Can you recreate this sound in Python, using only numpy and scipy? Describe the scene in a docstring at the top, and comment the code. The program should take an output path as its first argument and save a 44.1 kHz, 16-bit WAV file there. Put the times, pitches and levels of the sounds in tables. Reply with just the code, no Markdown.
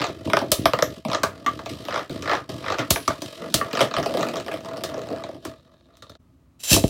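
"""In a small room, from close above a thin plastic stadium, one microphone hears two spinning tops.
They roll, grind along the ribbed rail and clash; noisy forces and blows ring the bowl's resonances.
One bursts, and its parts tumble round the bowl in light taps; the rolling and rattling is then cut off.
In a second scene a ripcord launcher zips, its teeth clicking, and fresh tops thud onto the bowl's floor."""
import sys
import numpy as np
from scipy import signal
from scipy.fft import rfft, irfft, next_fast_len
from scipy.io import wavfile
from scipy.ndimage import map_coordinates

SR = 44100
rng = np.random.default_rng(int(sys.argv[2]) if len(sys.argv) > 2 else 0)


def persist_wave(psi):
    """Save psi, clipped to +-1, as 16-bit WAV."""
    counts = np.round(np.clip(psi, -1, 1) * 32767).astype(np.int16)
    wavfile.write(sys.argv[1], SR, np.atleast_2d(counts).T)


N = 303849

TIME = np.arange(N) / SR  # s from the start
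AGE = np.arange(16384) / SR  # s from a blow
# bands of the bowl's sound, Hz
THUD, FLOOR, WALL, CRACK = (75, 380), (400, 900), (950, 2200), (2200, 6500)
METAL = (3000, 17000)  # band of the ringing discs, Hz


def rolling(grain_rate=1800, spread_db=4, spin_hz=48, throb_db=7, bump_rate=90, parts_rumble_db=-4):
    """Tips and loose parts catch on the plastic in tiny slips, harder once a turn, and hop over its bumps."""
    run_rumble, run_shell, run_scrape = runs()
    parts_gain = amp(rattle_db(TIME)) * (TIME > RATTLE[0][0])
    clatter, parts_scrape = parts_gain

    # slips per second, the spin rate wandering about spin_hz
    turns = np.cumsum(spin_hz * amp(1.5 * wobble(3))) / SR
    slip_happens = rng.random(N) < grain_rate / SR
    slips = slip_happens * rng.standard_normal(N) * amp(spread_db * rng.standard_normal(N))
    force = unit(np.tanh(slips / 4)) + .5 * rng.standard_normal(N)
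    force = force * amp(throb_db * np.sin(2 * np.pi * turns))
    force = force + amp(-3.5) * signal.fftconvolve(force, echoes(count=1)[0])[:N]

    # the tips wander over the bowl, so the mix of its resonances keeps changing
    spots = bowl(np.tile(force, (3, 1)), scatter_db=2.5)
    wandering = sum(spot * wobble(13) for spot in spots)
    steady = bowl(force)

    bumps = (rng.random(N) < bump_rate / SR) * rng.uniform(0.76, 1, N)
    tip_rumble = unit(band(bowl(unit(bumps) + 0.14 * unit(force)), THUD)) * run_rumble
    parts_rumble = unit(band(steady, (170, 380))) * clatter * amp(parts_rumble_db)
    shell = unit(band(unit(steady) + .5 * unit(wandering), (FLOOR[0], WALL[1])))
    shell = shell * np.hypot(run_shell, clatter)
    scrape = unit(band(steady, (2500, 15000))) * np.hypot(run_scrape, parts_scrape)
    return (tip_rumble + parts_rumble + shell + scrape) * until_cut()


# a top runs over the floor between two jumps; levels once it has settled
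# columns: touch-down t/s, lift-off t/s, rumble level/dB, scrape level/dB
RUNS = [(0, 0.224, -38.5, -50.5), (0.244, 0.517, -36, -48), (0.585, 0.975, -33.5, -46),
        (1.073, 1.461, -41, -53), (1.485, 1.66, -39.5, -51), (1.688, 2.032, -40.5, -45),
        (2.103, 2.406, -36, -46.5), (2.489, 2.9, -39, -46), (2.941, 3.08, -47.5, -45.5),
        (3.09, 3.216, -40.5, -48.5), (3.241, 3.53, -49, -44), (3.54, 3.703, -42.5, -48),
        (3.976, 5.33, -40, -54.5)]
TOUCH_S, SETTLE_S, LIFT_T60 = 0.004, 0.097, 0.27  # s: a run sets in, calms down, dies away
LANDING_DB, LANDING_SCRAPE_DB = 13, 7.5  # extra level just after touch-down
RUN_SHELL_DB = -43  # the bowl's ring under a calmly running top


def runs():
    """Gains of rumble, bowl and scrape: a top lands roughly, settles, and fades when it lifts off."""
    rumble = shell = scrape = 0
    for start, end, rumble_db, scrape_db in RUNS:
        age = np.maximum(TIME - start, 0)
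        touch = np.minimum(age / TOUCH_S, 1) * fade(LIFT_T60, np.maximum(TIME - end, 0))
        unrest = np.exp(-age / SETTLE_S)
        pressure = touch * amp(LANDING_SCRAPE_DB * unrest)
        rumble = rumble + touch * amp(rumble_db + LANDING_DB * unrest)
        shell = shell + pressure * amp(RUN_SHELL_DB)
        scrape = scrape + pressure * amp(scrape_db)
    return rumble, shell, scrape


# passes along the ribbed rail, levels at the loudest moment
# columns: loudest t/s, rasp level/dB, rise t/s, fall t/s, one turn of the top t/s,
# body of the bites level/dB, their crack level/dB
PASSES = [(.016, -23.5, 0.12, 0.1034, 0.026, -23, -25), (1.148, -51, 0.086, .014, 0.016, -19.5, -24),
          (1.959, -31, 0.12, 0.089, 0.017, -23, -31.5), (2.314, -28, 0.1, 0.091, 0.019, -17, -27),
          (2.722, -26, 0.15, 0.052, 0.02, -22, -31), (2.794, -25.5, .02, 0.074, .02, -29.5, -47),
          (3.099, -31.5, .04, 0.085, .02, -46, -48), (3.792, -36, .12, 0.079, 0.02, -21, -25),
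          (3.966, -49.5, 0.1, .024, 0.027, -20, -25)]


def grinding(rib_hz=260, spin_hz=54, throb_db=3, floor_db=-3):
    """A top races along the rail: its toothed tip rasps over the ribs, pressing harder once a turn."""
    gain = sum(amp(db + swell_db(TIME - s, rise, fall)) for s, db, rise, fall, *_ in PASSES)
    # both rates wander about their settings
    ribs = np.cumsum(rib_hz * amp(2.5 * wobble(40))) / SR % 1
    turns = np.cumsum(spin_hz * amp(1.0 * wobble(14))) / SR
    force = rng.standard_normal(N) * np.exp(-3.5 * ribs) * amp(throb_db * np.sin(2 * np.pi * turns))
    shell = bowl(force)
    rail = unit(band(shell, (750, 6000))) + .5 * unit(band(force, (700, 2800)))
    return (unit(rail) + amp(floor_db) * unit(band(shell, FLOOR))) * gain


def bites(count=4, contact_s=.02, thud_db=-17, floor_db=-2, tick_db=-19, edge_share=1.0):
    """On the rail the top's edge bites once a turn, body and crack swelling with the pass."""
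    rows = []
    for s, _, rise, fall, turn, body_db, crack_db in PASSES:
        for t in turn * np.arange(-count, count + 1):
            if -rise < t < fall and s + t > 0:
                rows.append((s + t, body_db, crack_db, swell_db(t, rise, fall)))
    s, body_db, crack_db, swell = np.transpose(rows)
    body, edge = body_db + swell, crack_db + edge_share * swell
    levels = (body + thud_db, body + floor_db, body, edge, edge + tick_db)
    return bowl_blows(s, contact_s, push_db=-0.5, levels=levels)


PASS_DROP_DB, PASS_SHAPE = 30.5, 1.8  # fall in level over the rise or fall time; roundness of the swell


def swell_db(t, rise, fall):
    """Level of a pass along the rail, t seconds from its loudest moment."""
    return -PASS_DROP_DB * np.abs(np.where(t < 0, t / rise, t / fall)) ** PASS_SHAPE


# hard blows against the rail
# columns: t/s, floor level/dB, wall level/dB, crack level/dB
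KNOCKS = [(.3, -28.5, -26, -31.5), (.334, -11.5, -12.5, -22), (.369, -15.5, -14, -23),
          (0.39, -28, -34, -29.5), (.656, -9, -11.5, -16.5), (.7345, -14.5, -16.5, -23.5),
          (0.789, -21, -22, -29), (0.8242, -10.5, -16, -19), (1.463, -32, -19.5, -25.5),
          (1.591, -36.5, -32, -41), (1.66, -29, -37, -33.5), (1.884, -23.5, -30, -33),
          (2.785, -24, -22.5, -30), (2.792, -28, -21, -27.5), (2.959, -23.5, -22.5, -26.5),
          (3.104, -22, -27.5, -58), (3.613, -26, -22, -38), (3.807, -13.5, -20.5, -20),
          (4.028, -44, -26.5, -31.5), (4.231, -27, -23.5, -37), (4.482, -26.5, -29.5, -36),
          (4.514, -31, -30, -42), (5.238, -30, -36, -35.5)]


def knocks(contact_s=0.027, push_db=2, clean_slope=0.27, thud_db=-14, tick_db=-14):
    """A top slams into the rail and rings floor and wall; thud follows floor, tick follows crack."""
    s, floor_db, wall_db, crack_db = np.transpose(KNOCKS)
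    # a square hit is one clean push, a graze mostly chatter
    square_db = clean_slope * (floor_db - np.median(floor_db))
    levels = (floor_db + thud_db, floor_db, wall_db, crack_db, crack_db + tick_db)
    return bowl_blows(s, contact_s, push_db + square_db, levels)


# top against top, levels before the trims in clashes()
# columns: t/s, clack, thud, floor, wall, treble level/dB
CLASHES = [(0.5167, -5, -58, -21, -25.5, -9.5), (1.2325, -13, -30.5, -21.5, -17.5, -25),
           (2.905, -4.5, -28, -22.5, -24, -10), (3.077, -16, -34.5, -26.5, -18.5, -30),
           (3.2184, -24.5, -50, -35.5, -40.5, -34.5), (3.5405, -4.5, -26, -25, -24.5, -11.5),
           (4.836, -18.5, -48, -29.5, -32, -29), (5.45, -28.5, -34, -35, -34.5, -36),
           (5.9689, -46, -65, -71, -59.5, -56), (6.0219, -38, -52, -49.5, -44, -55),
           (6.0946, -41.5, -48, -46.5, -47.5, -56)]
# colour of the clack; columns: f/Hz, density level/dB per Hz
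CLACK = [(1000, -9), (2500, -3), (4000, 2), (6000, -0.5), (9000, -8), (13000, -14), (16000, -13.5)]


def clashes():
    """The tops' edges clack and the recoil thumps the bowl."""
    s, clack_db, thud_db, floor_db, wall_db, treble_db = np.transpose(CLASHES)
    edges = contacts(len(s), t60=0.039, push_db=-6.5, room_db=-3.0)
    clack = filtered(edges, lambda hz: amp(along(CLACK, hz)))
    tops = strike(s + 0.0011, clack, [((2200, 8000), clack_db - 8.5), ((8000, 17000), treble_db - 5.0)])
    recoil = bowl(contacts(len(s), t60=.02, push_db=2.5, room_db=1), scatter_db=2.5)
    parts = [(THUD, thud_db + 4.5), (FLOOR, floor_db + 5.5), (WALL, wall_db + 1.5)]
    return tops + strike(s + .0015, recoil, parts)


# blows that set a top's disc ringing
# columns: t/s, level/dB, sustain (times the disc's t60), most excited f/Hz
RINGS = [(0.516, -23, 1.5, 13400), (0.657, -29, 0.79, 12260), (.825, -33.5, 1.18, 12400),
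         (2.903, -22, 1.7, 12280), (3.079, -29, 0.23, 6260), (3.219, -37, 0.63, 5900),
         (3.541, -34.5, 1.8, 9900), (4.837, -35.5, 1.8, 4020), (5.45, -52.5, .8, 4350),
         (6.023, -45, 0.69, 3800), (6.095, -45.5, 0.38, 3800)]
# modes of the tops' metal-weighted discs; columns: f/Hz, level/dB, t60 t/s
DISC = [(3650, -3.5, 0.15), (4140, -5, .12), (4280, -7, .14), (5090, 0.5, 0.08), (5950, -6.5, 0.22),
        (6900, -10.5, 0.092), (7700, -9.5, 0.08), (9000, -10.5, 0.11), (10350, -8.5, 0.21),
        (10900, -9.5, 0.19), (12300, -7.5, 0.15), (12600, -16, .22), (12770, -9.5, .1),
        (13400, -3.5, 0.094), (14280, -15, 0.14)]


def discs(favour_db=12, reach_hz=500, soft_db=9):
    """Where a disc is struck decides which mode sings loudest; a low-pitched blow barely wakes the high ones."""
    s, db, sustain, hz = np.transpose(RINGS)
    struck_hz = hz[:, None]
    softness = np.clip(1 - struck_hz / DISC[-1][0], 0, 1)

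    def favour(mode_hz):
        """Extra dB of a mode for each blow."""
        nearness = np.exp(-((mode_hz - struck_hz) / reach_hz) ** 2)
        return favour_db * nearness - soft_db * softness * np.log2(mode_hz / DISC[0][0])

    return strike(s, ringing(DISC, sustain, favour, detune=.006, blur=31), [(METAL, db)])


# blows that ring the hollow rim; columns: t/s, level/dB
RIM_HITS = [(1.236, -23.5), (1.464, -15), (1.48, -17), (1.661, -36.5), (2.795, -28), (3.08, -19),
            (3.105, -35.5), (3.613, -21), (3.809, -24)]
# modes of the hollow rim; columns: f/Hz, level/dB, t60 t/s
RIM = [(265, -8, 0.14), (649, -17.5, 0.11), (1017, -23.5, .18), (1172.5, 3, 0.11), (1320, -12, 0.051),
       (1640, -20.5, 0.081), (2150, -18, 0.12), (2375, -23, .1)]


def rim():
    """A top that jumps the rail knocks on the hollow rim."""
    s, db = np.transpose(RIM_HITS)
    rings = ringing(RIM, np.ones(len(s)), lambda hz: 0, detune=0.011, blur=2.5)
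    return strike(s, rings, [((150, 3000), db)])


def ringing(modes, sustain, boost_db, detune, blur, scatter_db=4):
    """One ring per blow: every mode at a new strength, its phase wandering as the part moves."""
    count, ring = len(sustain), 0
    for hz, db, t60 in modes:
        size, shift, phase = rng.standard_normal((3, count, 1))
        drift = blur * np.cumsum(rng.standard_normal((count, len(AGE))), axis=1) / np.sqrt(SR)
        wave = np.sin(2 * np.pi * (hz * (1 + detune * shift) * AGE + phase) + drift)
        gain = amp(db + scatter_db * size + boost_db(hz))
        ring = ring + gain * fade(t60 * sustain[:, None]) * wave
    return ring * (1 - fade(0.0045))


# blows hard enough to bend the floor; columns: t/s, level/dB
FLEXES = [(0.518, -25), (0.657, -25), (0.825, -32), (2.907, -15.5), (3.542, -23.5), (6.714, -16),
          (6.732, -18.5), (6.742, -25.5), (6.766, -21), (6.839, -15.5)]


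def flex(start_hz=330, end_hz=46, sweep=0.006, t60=0.047):
    """A hard blow bends the thin floor; short waves arrive first, so the thump falls in pitch."""
    s, db = np.transpose(FLEXES)
    hz = end_hz + (start_hz - end_hz) * np.exp(-AGE / sweep)
    thump = np.sin(2 * np.pi * np.cumsum(hz) / SR) * fade(t60) * (1 - fade(0.074))
    return strike(s, thump[None], [((42, 500), db)])


# a top or a loose part drops flat on the floor
# columns: t/s, floor level/dB, thud level/dB, crack level/dB
DROPS = [(.093, -28.5, -28.5, -56.5), (.274, -24.5, -20.5, -42), (.415, -21, -23, -37),
         (0.582, -43, -41, -43), (1.05, -23, -22.5, -34), (1.084, -28, -40, -40), (1.697, -39, -32, -38),
         (1.852, -43, -34, -37.5), (2.096, -29.5, -27, -37.5), (2.122, -50, -31, -61),
         (2.144, -48, -38, -46), (2.223, -40, -31, -34), (2.493, -29.5, -35, -37), (2.794, -31, -21, -36),
         (3.221, -47, -30.5, -41.5), (3.731, -24.5, -25.5, -29.5), (3.813, -13.5, -24, -19),
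         (3.984, -19.5, -25.5, -30), (4.06, -17.5, -32, -29), (4.148, -18, -41, -39),
         (4.177, -30, -25, -35), (4.209, -24, -27.5, -30.5), (4.369, -35, -35, -32),
         (4.54, -25, -32, -35.5), (4.77, -32.5, -44, -39), (4.974, -25, -35, -49),
         (5.103, -25.5, -27, -47.5), (5.126, -27.5, -44, -44.5), (5.29, -28, -38, -49),
         (5.346, -38, -35, -49.5)]


def drops(contact_s=0.018, wall_db=-3, tick_db=-11):
    """Flat landings drive the floor; the wall's level follows the crack."""
    s, floor_db, thud_db, crack_db = np.transpose(DROPS)
    levels = (thud_db, floor_db, crack_db + wall_db, crack_db, crack_db + tick_db)
    return bowl_blows(s, contact_s, push_db=0, levels=levels)


TUMBLE_S = (3.98, 5.38)  # the loose parts tumble from, until (s)


def rattling(count=46, spread_db=3, contact_s=0.013, push_db=4,
             thud_db=-7, floor_db=1, wall_db=6, crack_db=6, tick_db=-4):
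    """The parts of the burst top tumble over the floor in light, sharp, uneven taps."""
    s = scattered_times(*TUMBLE_S, count)
    clatter_db, scrape_db = rattle_db(s)
    weight, edge = spread_db * np.clip(rng.standard_normal((count, 2)), -1.2, 1.2).T
    low, high = clatter_db + weight, scrape_db + edge
    levels = (low + thud_db, low + floor_db, high + wall_db, high + crack_db, high + tick_db)
    return bowl_blows(s, contact_s, push_db, levels)


# one top wobbles, bursts, and its parts rattle on until the cut
# columns: t/s, clatter level/dB, scrape level/dB
RATTLE = [(3.37, -42, -65.5), (3.42, -29, -58), (3.54, -28.5, -38), (3.691, -41, -50), (3.83, -25.5, -32),
          (3.92, -34, -56), (4.2, -24, -38.5), (4.45, -35, -47.5), (4.7, -36.5, -51), (5.13, -35, -51),
          (5.33, -44, -64), (5.4, -59, -66), (5.46, -35, -42), (5.6, -54, -65.5), (5.8, -56.5, -71),
          (6.16, -59.5, -68)]


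def rattle_db(t):
    """Clatter and scrape levels of the wobbling top and its parts at times t."""
    when, clatter_db, scrape_db = np.transpose(RATTLE)
    return np.interp(t, when, clatter_db), np.interp(t, when, scrape_db)


# the last top brushing the loose disc; columns: t/s, level/dB before the trims in whirring()
WHIRR = [(5.3, -68), (5.5, -45), (5.62, -62), (5.75, -58.5), (5.9, -60.5), (6.02, -50.5), (6.17, -50.5)]
# resonances of the loose disc; columns: f/Hz, width f/Hz, level/dB
LOOSE = [(3720, 280, 5.5), (4430, 81, 1.5), (5780, 61, -18.5), (7300, 310, -18.5)]
LEAN_S = 5.58  # the last top starts to tap the disc
CUT_S = 6.172  # the rolling, rattling and whirring are cut off


def whirring(wobble_hz=27, throb_db=4, tap_db=1, bowl_db=-1, count=13):
    """The last top leans on the loose disc, which buzzes faintly and taps against the bowl."""
    whirr_db, = curves(WHIRR)
    force = rng.standard_normal(N) * amp(throb_db * wobble(2 * wobble_hz))
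    buzz = unit(resonate(force, LOOSE)) * amp(whirr_db - 9.5) * (TIME > WHIRR[0][0])
    s = scattered_times(LEAN_S, CUT_S, count)
    db = np.interp(s, TIME, whirr_db) + tap_db + 2 * rng.standard_normal(count)
    touch = contacts(count, t60=0.0198, push_db=1, room_db=-12)
    disc = strike(s, resonate(touch, LOOSE, scatter_db=4), [(METAL, db - 9.5)])
    tapped_bowl = strike(s, bowl(touch), [((FLOOR[0], CRACK[1]), db + bowl_db)])
    return (buzz + disc + tapped_bowl) * until_cut()


def until_cut():
    """Gain 1 until the cut, then 0, with a 10 ms ramp between."""
    return np.clip((CUT_S - TIME) / .01 + .5, 0, 1)


# the ripcord pull, two catches and then the long rip; columns: t/s, level/dB
PULL = [(6.59, -71), (6.603, -43.5), (6.63, -47.5), (6.637, -29), (6.67, -31), (6.72, -14), (6.748, -14.5),
        (6.81, -32.5), (6.89, -41.5)]
# resonances of the launcher; columns: f/Hz, width f/Hz, level/dB
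LAUNCHER = [(566, 350, -13.5), (1760, 650, -13.5), (2675, 200, -2.5), (3130, 200, -2), (3970, 190, -0.5),
            (4500, 110, -1), (5270, 870, -4.5), (6176, 570, -2.5), (7270, 40, 6), (7640, 120, -2),
            (8300, 1200, -9.5), (9800, 325, -2), (10600, 2800, -10.5), (15300, 1600, -16)]


def launcher(tooth_hz=900, rub=2.34):
    """The ripcord rubs through its slot and its teeth run over the gear, faster as the pull grows."""
    pull_db, = curves(PULL)
    # tooth_hz is reached at the strongest pull
    rate = tooth_hz * amp(.3 * (pull_db - pull_db.max()))
    tooth = np.floor(np.cumsum(rate) / SR)
    clicks = np.diff(tooth, prepend=0) * amp(7.4 * rng.standard_normal(N))
    force = clicks * np.sqrt(SR / tooth_hz) + rub * rng.standard_normal(N)
    return unit(resonate(force, LAUNCHER)) * amp(pull_db) * (TIME > PULL[0][0])


# launched tops landing, levels before the trims in landings()
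# columns: t/s, thud, floor, wall, crack level/dB
LANDINGS = [(6.714, -21, -19.5, -15, -31.5), (6.73, -6, -35, -31, -32.5), (6.74, -6, -26, -14.5, -28.5),
            (6.763, -1, -12.5, -37, -40), (6.838, -2, -11, -57, -26.5)]


def landings():
    """Dropped tops push the floor of the bowl like a drum skin."""
    s, thud_db, floor_db, wall_db, crack_db = np.transpose(LANDINGS)
    sounds = bowl(contacts(len(s), t60=0.0054, push_db=0, room_db=-4))
    parts = [(THUD, thud_db - 14.0), (FLOOR, floor_db - 6.5), (WALL, wall_db - 20), (CRACK, crack_db - 9.0)]
    return strike(s + 0.00092, sounds, parts)


# resonances of the stadium; columns: f/Hz, width f/Hz, level/dB
SHELL = [(75, 24, -2.5), (119, 51, -0.5), (208, 87, -5), (305, 51.4, 0), (407.3, 36, -4), (520, 120, -2),
         (655.5, 81, 4), (690, 52, 0.5), (844, 360, -15), (1211, 144, -5.5), (1428, 140, -15),
         (1665, 253, -12), (1957, 1200, -17.5), (2503, 450, -16), (3142, 403, -19), (3870, 790, -17.5),
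         (4880, 1260, -19), (5620, 1540, -22), (8130, 2400, -31), (12500, 8100, -38)]


def bowl(force, scatter_db=0):
    """The thin plastic bowl rings at its resonances under a force."""
    return resonate(force, SHELL, scatter_db)


def bowl_blows(s, contact_s, push_db, levels):
    """Blows on the bowl; levels are the dB of its thud, floor, wall, crack and tick."""
    force = contacts(len(s), contact_s, push_db, room_db=1)
    bands = ((130, 380), FLOOR, WALL, CRACK, (6500, 17000))
    return strike(s, bowl(force, scatter_db=3.0), zip(bands, levels))


def contacts(count, t60, push_db, room_db):
    """One force per blow: a clean push, a short chatter of the spinning rim, and the room's answer."""
    force = rng.standard_normal((count, len(AGE))) * fade(t60)
    force /= np.linalg.norm(force, axis=1, keepdims=True)
    force[:, 0] += amp(push_db)
    return force + amp(room_db) * echoes(count)


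def strike(times, sounds, parts):
    """Lay blows on the time line; where one lands decides how hard it drives each (band, dB) part."""
    blows = 0
    for edges, db in parts:
        part = band(sounds, edges)
        attack = np.sqrt(np.mean(part[:, :SR // 50] ** 2, axis=1))  # rms of the first 20 ms
        blows = blows + part * (amp(db) / attack)[:, None]
    out = np.zeros(N + len(AGE))
    for s, blow in zip(times, blows):
        out[round(s * SR):][:len(AGE)] += blow
    return out[:N]


# decay of the small room; columns: f/Hz, t60 t/s
ROOM = [(100, .3), (700, 0.16), (2000, 0.21), (5000, 0.16), (13000, 0.2)]


def echoes(count):
    """Room tails of energy 1; each frequency dies at its own speed."""
    hz, t, z = signal.stft(rng.standard_normal((count, len(AGE))), SR, nperseg=256)
    z = z * fade(along(ROOM, hz)[:, None], t)
    tail = signal.istft(z, SR, nperseg=256)[1][:, :len(AGE)]
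    tail = tail * (1 - fade(0.012))
    return tail / np.linalg.norm(tail, axis=1, keepdims=True)


# colour of the quiet room; columns: f/Hz, density level/dB per Hz
HUSH = [(15, -60.5), (25, -36.5), (40, -25.5), (59, -2), (166, -9), (229, -16), (249, -6), (427, -27),
        (659, -23), (754, -31.5), (1230, -28), (1480, -36.5), (14800, -51), (16000, -44)]
HUSH_DB = -55.5  # rms level


def hush():
    """The low background of the room: steady noise in the room's colour."""
    return amp(HUSH_DB) * unit(filtered(rng.standard_normal(N), lambda hz: amp(along(HUSH, hz))))


def amp(db):
    """Decibels to gain."""
    return 10 ** (np.asarray(db) / 20)


def unit(x):
    """Scaled to rms 1."""
    return x / np.sqrt(np.mean(x ** 2) + 1e-20)


def along(points, hz):
    """(Hz, value) points on a log axis."""
    f, v = np.transpose(points)
    return np.interp(np.log(hz + 1), np.log(f + 1), v)


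def curves(rows):
    """One value per sample for each column after the time."""
    s, *cols = np.transpose(rows)
    return [np.interp(TIME, s, c) for c in cols]


def scattered_times(first, last, count):
    """One random moment in each of count equal slots."""
    return first + (last - first) * (np.arange(count) + rng.random(count)) / count


def fade(t60, t=AGE):
    """Exponential decay, 60 dB in t60 seconds."""
    return np.exp(-np.log(1000) * t / t60)


def wobble(rate):
    """A smooth random curve, rate knots a second."""
    return map_coordinates(rng.standard_normal(int(N * rate / SR) + 4), [TIME * rate])


def filtered(x, response):
    """x times a complex response of frequency."""
    n = x.shape[-1]
    m = next_fast_len(n + 4096)
    return irfft(rfft(x, m) * response(np.fft.rfftfreq(m, 1 / SR)), m)[..., :n]


def resonate(x, modes, scatter_db=0):
    """Each row of x through a bank of (Hz, width, dB) resonances; each spot drives them differently."""
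    hz, width, db = np.transpose(modes)[:, :, None]
    sign = (-1) ** np.arange(len(modes))
    scatter = scatter_db * rng.standard_normal(x.shape[:-1] + (len(modes),))
    gains = sign * amp(db[:, 0] + scatter)
    return filtered(x, lambda f: gains @ (1j * f * width / (hz ** 2 - f ** 2 + 1j * f * width)))


def band(x, edges):
    """Causal band-pass."""
    return signal.sosfilt(signal.butter(N=3, Wn=edges, btype="band", fs=SR, output="sos"), x)


# a brief drop in level at the cut between the two scenes; columns: t/s, level/dB
DIP = [(6.17, -4.5), (6.179, -19.5), (6.186, -20), (6.2, -1)]


def scene():
    """Everything, heard from just above the stadium: the spinning tops, then after the cut the launch."""
    spinning = rolling() + grinding() + bites() + rattling() + whirring()
    blows = knocks() + drops() + clashes() + discs() + rim() + flex()
    launch = launcher() + landings()
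    dip_db, = curves(DIP)
    return ((spinning + blows + launch + hush()) * amp(dip_db))[None]


def record(dry, top_hz=16100):
    """Loud peaks are rounded off and the band ends steeply at top_hz."""
    rounded = dry / (1 + np.abs(dry) ** 6) ** (1 / 6)
    return filtered(rounded, lambda hz: 1 / (1 + (hz / top_hz) ** 160))


dry = scene()
out = record(dry)
persist_wave(out)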